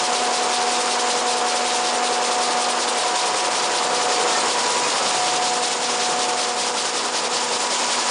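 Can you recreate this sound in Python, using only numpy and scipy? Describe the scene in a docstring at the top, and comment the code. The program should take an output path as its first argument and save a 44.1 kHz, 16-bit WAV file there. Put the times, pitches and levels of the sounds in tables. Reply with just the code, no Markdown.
"""In a workshop, a hand-held microphone is carried round the shaking table of a grain separator.
The steel deck swings about five times a second and throws the grain forward and back, so the hiss of
landing kernels surges twice a stroke (one full swing). Between throws, loose kernels keep pattering.
A blower under the deck roars and hums, and the frame rumbles. A fast automatic volume control
turns the roar down at each surge."""
import sys
import numpy as np
from scipy import signal
from scipy.fft import rfft, irfft
from scipy.io import wavfile

SR = 44100
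rng = np.random.default_rng(int(sys.argv[2]) if len(sys.argv) > 2 else 0)


def digitize_waveform(pressure):
    """Quantize a signal to 16-bit integers and store it at the path in sys.argv[1].

    Rows of a 2-D input are taken as channels; values are limited to [-1, 1].
    """
    field = np.atleast_2d(pressure).T
    bounded = np.clip(field, -1, 1)
    quanta = np.round(bounded * 32767).astype(np.int16)
    wavfile.write(sys.argv[1], SR, quanta)


N = 357210
TIME = np.arange(N) / SR

# The walk: t/s, way round (0 = side of the table, 1 = far corner), roar/dB, rumble/dB, sifting/dB
WALK = [(0, 0, 0.7, -1.5, -1.9), (2.6, 0.08, 0.8, -3, -2.6), (3.3, .15, 1, -1.5, -1.5),
        (3.9, 0.2, 1, 1.5, -1.7), (4.3, .3, 4.5, 4, 2), (4.55, 0.1, 1.5, 3, 1), (5.1, 0.6, 1.3, 4.5, 2),
        (5.75, .55, -2.5, 1, -1.3), (6.15, 0.7, -0.3, 2.5, -0.9), (6.6, 0.4, -3, 0.5, -2.6),
        (7.3, 0.97, -1.2, 0.5, -1.6), (7.7, 1, -1.7, 0.5, 0.5), (8.1, 1, 1, -1.5, 2)]
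# The grain's four moves (forward throw, back throw, rebound, slide):
# place/strokes, width/strokes, level from the side/dB, level from the far corner/dB
GRAIN_MOVES = [(0.31, 0.052, 1, -5.5), (0.88, 0.069, 1.5, -7), (1, 0.06, 1.5, -1.5), (0.88, 0.085, -2.5, 4)]
# Tone colours, or how strong each pitch is next to the others: f/Hz, level/dB
SHOWER_COLOUR = [(300, -31.5), (1200, -20.5), (2100, -7), (3000, -2.5), (4100, 0), (5000, -1), (6000, -0.5),
                 (7000, -6), (8000, -4), (9000, -3.5), (10200, -6.5)]  # thrown grain landing
SLIDE_COLOUR = [(500, -33), (1700, -11), (2400, -4), (3000, -1.5), (3800, 0.5), (5100, 0.5), (6200, -3.5),
                (10200, -11.5)]  # grain sliding over steel
SIFT_COLOUR = [(300, -29), (1200, -2), (2000, -2.5), (2600, -2), (4000, -1.5), (5200, 1.5), (6100, -2.5),
               (7100, 1), (8000, -5.5), (9000, -4.5), (10200, -13.5)]  # kernels on the deck's ridges
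ROAR_COLOUR = [(100, -38.5), (200, -20.5), (280, -12.5), (340, -4), (420, -1), (540, 1.5), (630, -0.5),
               (740, 0.5), (1000, 2), (1250, -2), (1500, -6), (2000, -10), (3000, -11), (10000, -37)]  # air through the deck
RUMBLE_COLOUR = [(20, -23.5), (50, -29), (75, -16), (95, -13.5), (130, -2.5), (175, 1), (230, 3),
                 (350, 3.5), (800, -14.5)]  # the frame
# The hum's harmonics (tones at 1 to 5 times the rate of the passing blades): usual level/dB
HUM_LEVELS = [-40.5, -34.5, -26.5, -36, -43.5]
# Quiet (-) and loud (+) spots of the hum's standing waves, as the microphone passes through them:
# t/s, harmonic number, change/dB, half-length/s
STANDING_WAVES = [(3.225, 1, -12.5, .3), (4.1, 1, -6.5, 0.63), (5.2, 1, -6.5, 0.31), (6.99, 1, -4, 0.91),
                  (1.246, 2, 4, 0.35), (3.402, 2, -9, .22), (4.18, 2, 5.5, 0.25), (5.07, 2, -9, .2),
                  (7.15, 2, -7.5, 0.18), (8.05, 2, -20, 0.28), (2.9, 3, -3.5, 0.18), (3.63, 3, -4, 0.24),
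                  (4.77, 3, -26, .24), (5.2, 3, 2.5, 0.22), (5.797, 3, -6.5, 0.16), (6.267, 3, 1.5, 0.086),
                  (7.417, 3, -15.5, 0.79), (2.202, 4, -10, 0.78), (3.15, 4, 7, 0.48), (4.72, 4, 10, 0.23),
                  (6.2, 4, -10, 0.34), (7.2, 4, -5, 0.17), (7.922, 4, 5.5, .3), (2.5, 5, 8.5, 0.31)]
# Faint tones, a motor whine and the blower's upper harmonics: f/Hz, level/dB
WHINES = [(878.5, -40.5), (1462.6, -47.5), (1706.4, -48.5)]
# Hollow rings in the roar: t/s, f/Hz, level/dB, half-length/s
RINGS = [(4.36, 1310, -26, 0.031), (4.36, 1820, -29, .03), (4.85, 2500, -39, 0.028),
         (5.002, 1275, -24, 0.028)]


def grain_surges(strokes, way_round, throw_db=-27.5, slide_db=-31.0, uneven_db=1.1):
    """Thrown grain lands in bright showers, then rebounds and slides with a duller swish."""
    powers = []
    for place, width, side_db, corner_db in GRAIN_MOVES:
        level_db = side_db + (corner_db - side_db) * way_round + uneven_db * drift(6.1)
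        powers.append(stroke_bump(strokes, place, width) * from_db(level_db) ** 2)
    forward, back, rebound, slide = powers
    shower = colour(impacts(per_s=20000, spread_db=2.5) * np.sqrt(forward + back), SHOWER_COLOUR)
    swish = colour(rng.standard_normal(N) * np.sqrt(rebound + slide), SLIDE_COLOUR)
    return from_db(throw_db) * shower + from_db(slide_db) * swish


def grain_sifting(near_db, level_db=-25.0, uneven_db=1.23):
    """Loose kernels keep dancing on the deck's steel ridges, which ring in broad bands of pitch."""
    patter = colour(impacts(per_s=16000, spread_db=3.0), SIFT_COLOUR)
    return patter * from_db(level_db + near_db + uneven_db * drift(31))


def impacts(per_s, spread_db):
    """Kernels land at random, each a click of uneven force."""
    lands = rng.random(N) < per_s / SR
    force = from_db(spread_db * np.minimum(rng.exponential(1, N), 5))
    return lands * force * rng.choice([-1, 1], N)


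def grain_clumps(grain, depth_db=1.0, span_hz=900, span_s=0.0052):
    """Each band of pitch flickers by itself, as clumps of kernels land here and there."""
    hz, s, bands = signal.stft(grain, SR, nperseg=256, noverlap=192)
    across_pitch = np.exp(-(hz[:, None] / span_hz) ** 2)
    across_time = np.exp(-(np.r_[-s[40:0:-1], s[:41]] / span_s) ** 2)
    blur = np.r_[across_pitch[:0:-1], across_pitch] * across_time
    flicker = unit(signal.fftconvolve(rng.standard_normal(bands.shape), blur, "same"))
    return signal.istft(bands * from_db(depth_db * flicker), SR, nperseg=256, noverlap=192)[1][:N]


def deck_roar(roar_db, rumble_db, air_db=-24.5, frame_db=-39, flutter_db=0.5):
    """Air roars up through the deck, and the frame rumbles under it."""
    air = colour(rng.standard_normal(N), ROAR_COLOUR) * from_db(air_db + roar_db)
    frame = colour(rng.standard_normal(N), RUMBLE_COLOUR) * from_db(frame_db + rumble_db)
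    return from_db(flutter_db * drift(25)) * (air + frame)


def blower_hum(blade_hz=243.77, waver_db=0.5, speed_wander=0.00046):
    """Blades on a nearly steady shaft make a hum of several tones, joined by thin whines."""
    shaft_time = np.cumsum(1 + speed_wander * drift(1.33)) / SR
    tones = []
    for number, usual_db in enumerate(HUM_LEVELS, 1):
        change_db = sum(db * single_bump(s, half_s)
                        for s, harmonic, db, half_s in STANDING_WAVES if harmonic == number)
        tones.append((number * blade_hz, usual_db + change_db))
    hum = np.zeros(N)
    for hz, db in tones + WHINES:
        height = np.sqrt(2) * from_db(db + waver_db * drift(32))
        hum += height * np.sin(2 * np.pi * (hz * shaft_time + rng.random()))
    return hum


def hollow_rings(width_hz=35):
    """Short, hollow rings flare out of the roar and fade within a stroke."""
    rings = np.zeros(N)
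    for s, hz, db, half_s in RINGS:
        rough_tone = np.sqrt(2) * drift(width_hz) * np.sin(2 * np.pi * hz * TIME)
        rings += from_db(db) * single_bump(s, half_s) * rough_tone
    return rings


def from_db(db):
    """Turns decibels into a number to multiply by."""
    return 10 ** (np.asarray(db) / 20)


def unit(x):
    """Scales x to an average size (rms) of 1."""
    return x / np.sqrt(np.mean(x ** 2) + 1e-20)


def curves(rows):
    """Joins each column's points with straight lines in time."""
    s, *columns = np.transpose(rows)
    return [np.interp(TIME, s, column) for column in columns]


def colour(x, tone_colour):
    """Gives x a tone colour, at average size 1."""
    hz, db = np.transpose(tone_colour)
    all_hz = np.fft.rfftfreq(N, 1 / SR)
    gain = from_db(np.interp(np.log(all_hz + 1), np.log(hz), db))
    return unit(irfft(rfft(x) * gain, N))


def drift(rate_hz):
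    """A random wobble of average size 1, up to about this rate."""
    hz = np.fft.rfftfreq(N, 1 / SR)
    keep_slow = np.exp(-(hz / rate_hz) ** 2) * (hz > 0)
    return unit(irfft(rfft(rng.standard_normal(N)) * keep_slow, N))


def stroke_bump(strokes, place, width):
    """A smooth bump that comes once in every stroke."""
    distance = (strokes - place + 0.5) % 1 - 0.5
    return np.exp(-0.5 * (distance / width) ** 2)


def single_bump(s, half_s):
    """A smooth bump that comes only once, around time s."""
    return np.exp(-((TIME - s) / half_s) ** 2)


def scene(stroke_hz=5.283, lull_side=0.11, lull_corner=0.4, grain_follows=0.54):
    """One crank drives deck and grain. Round the table, the sound of throws gives way to sliding."""
    strokes = stroke_hz * TIME
    way_round, roar_db, rumble_db, sift_db = curves(WALK)
    # The deck stands still at both ends of its swing, and its noise sinks for a moment.
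    still = stroke_bump(strokes, place=0.07, width=0.052) + stroke_bump(strokes, place=0.57, width=0.075)
    lull = still * (lull_side + (lull_corner - lull_side) * way_round)
    sifting = (1 - grain_follows * lull) * grain_sifting(sift_db)  # loose kernels only partly settle
    grain_strokes = strokes + 0.011 * drift(4.3)  # the grain lands a little early or late
    grain = grain_clumps(sifting + grain_surges(grain_strokes, way_round))
    mix = blower_hum() + (1 - lull) * deck_roar(roar_db, rumble_db) + hollow_rings() + grain
    return np.array([mix, mix])


def record(dry, threshold_db=-18.0, squeeze=0.64, response_s=0.0045, treble_weight=1.9, top_hz=10120):
    """A fast volume control, keenest on treble, holds each surge down; the highest treble is cut off."""
    power = (dry ** 2 + treble_weight * np.diff(dry, prepend=0) ** 2).mean(0)
    memory = np.exp(-1 / (response_s * SR))
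    smooth_power = signal.lfilter([1 - memory], [1, -memory], power, zi=[power.mean()])[0]
    over_db = np.maximum(10 * np.log10(smooth_power + 1e-12) - threshold_db, 0)
    held = dry * from_db(0.2 - squeeze * over_db)  # 0.2 dB is a small steady lift
    lowpass = signal.firwin(801, top_hz, window=("kaiser", 9), fs=SR)
    return signal.oaconvolve(held, lowpass[None], "same")


dry = scene()
out = record(dry)
digitize_waveform(out)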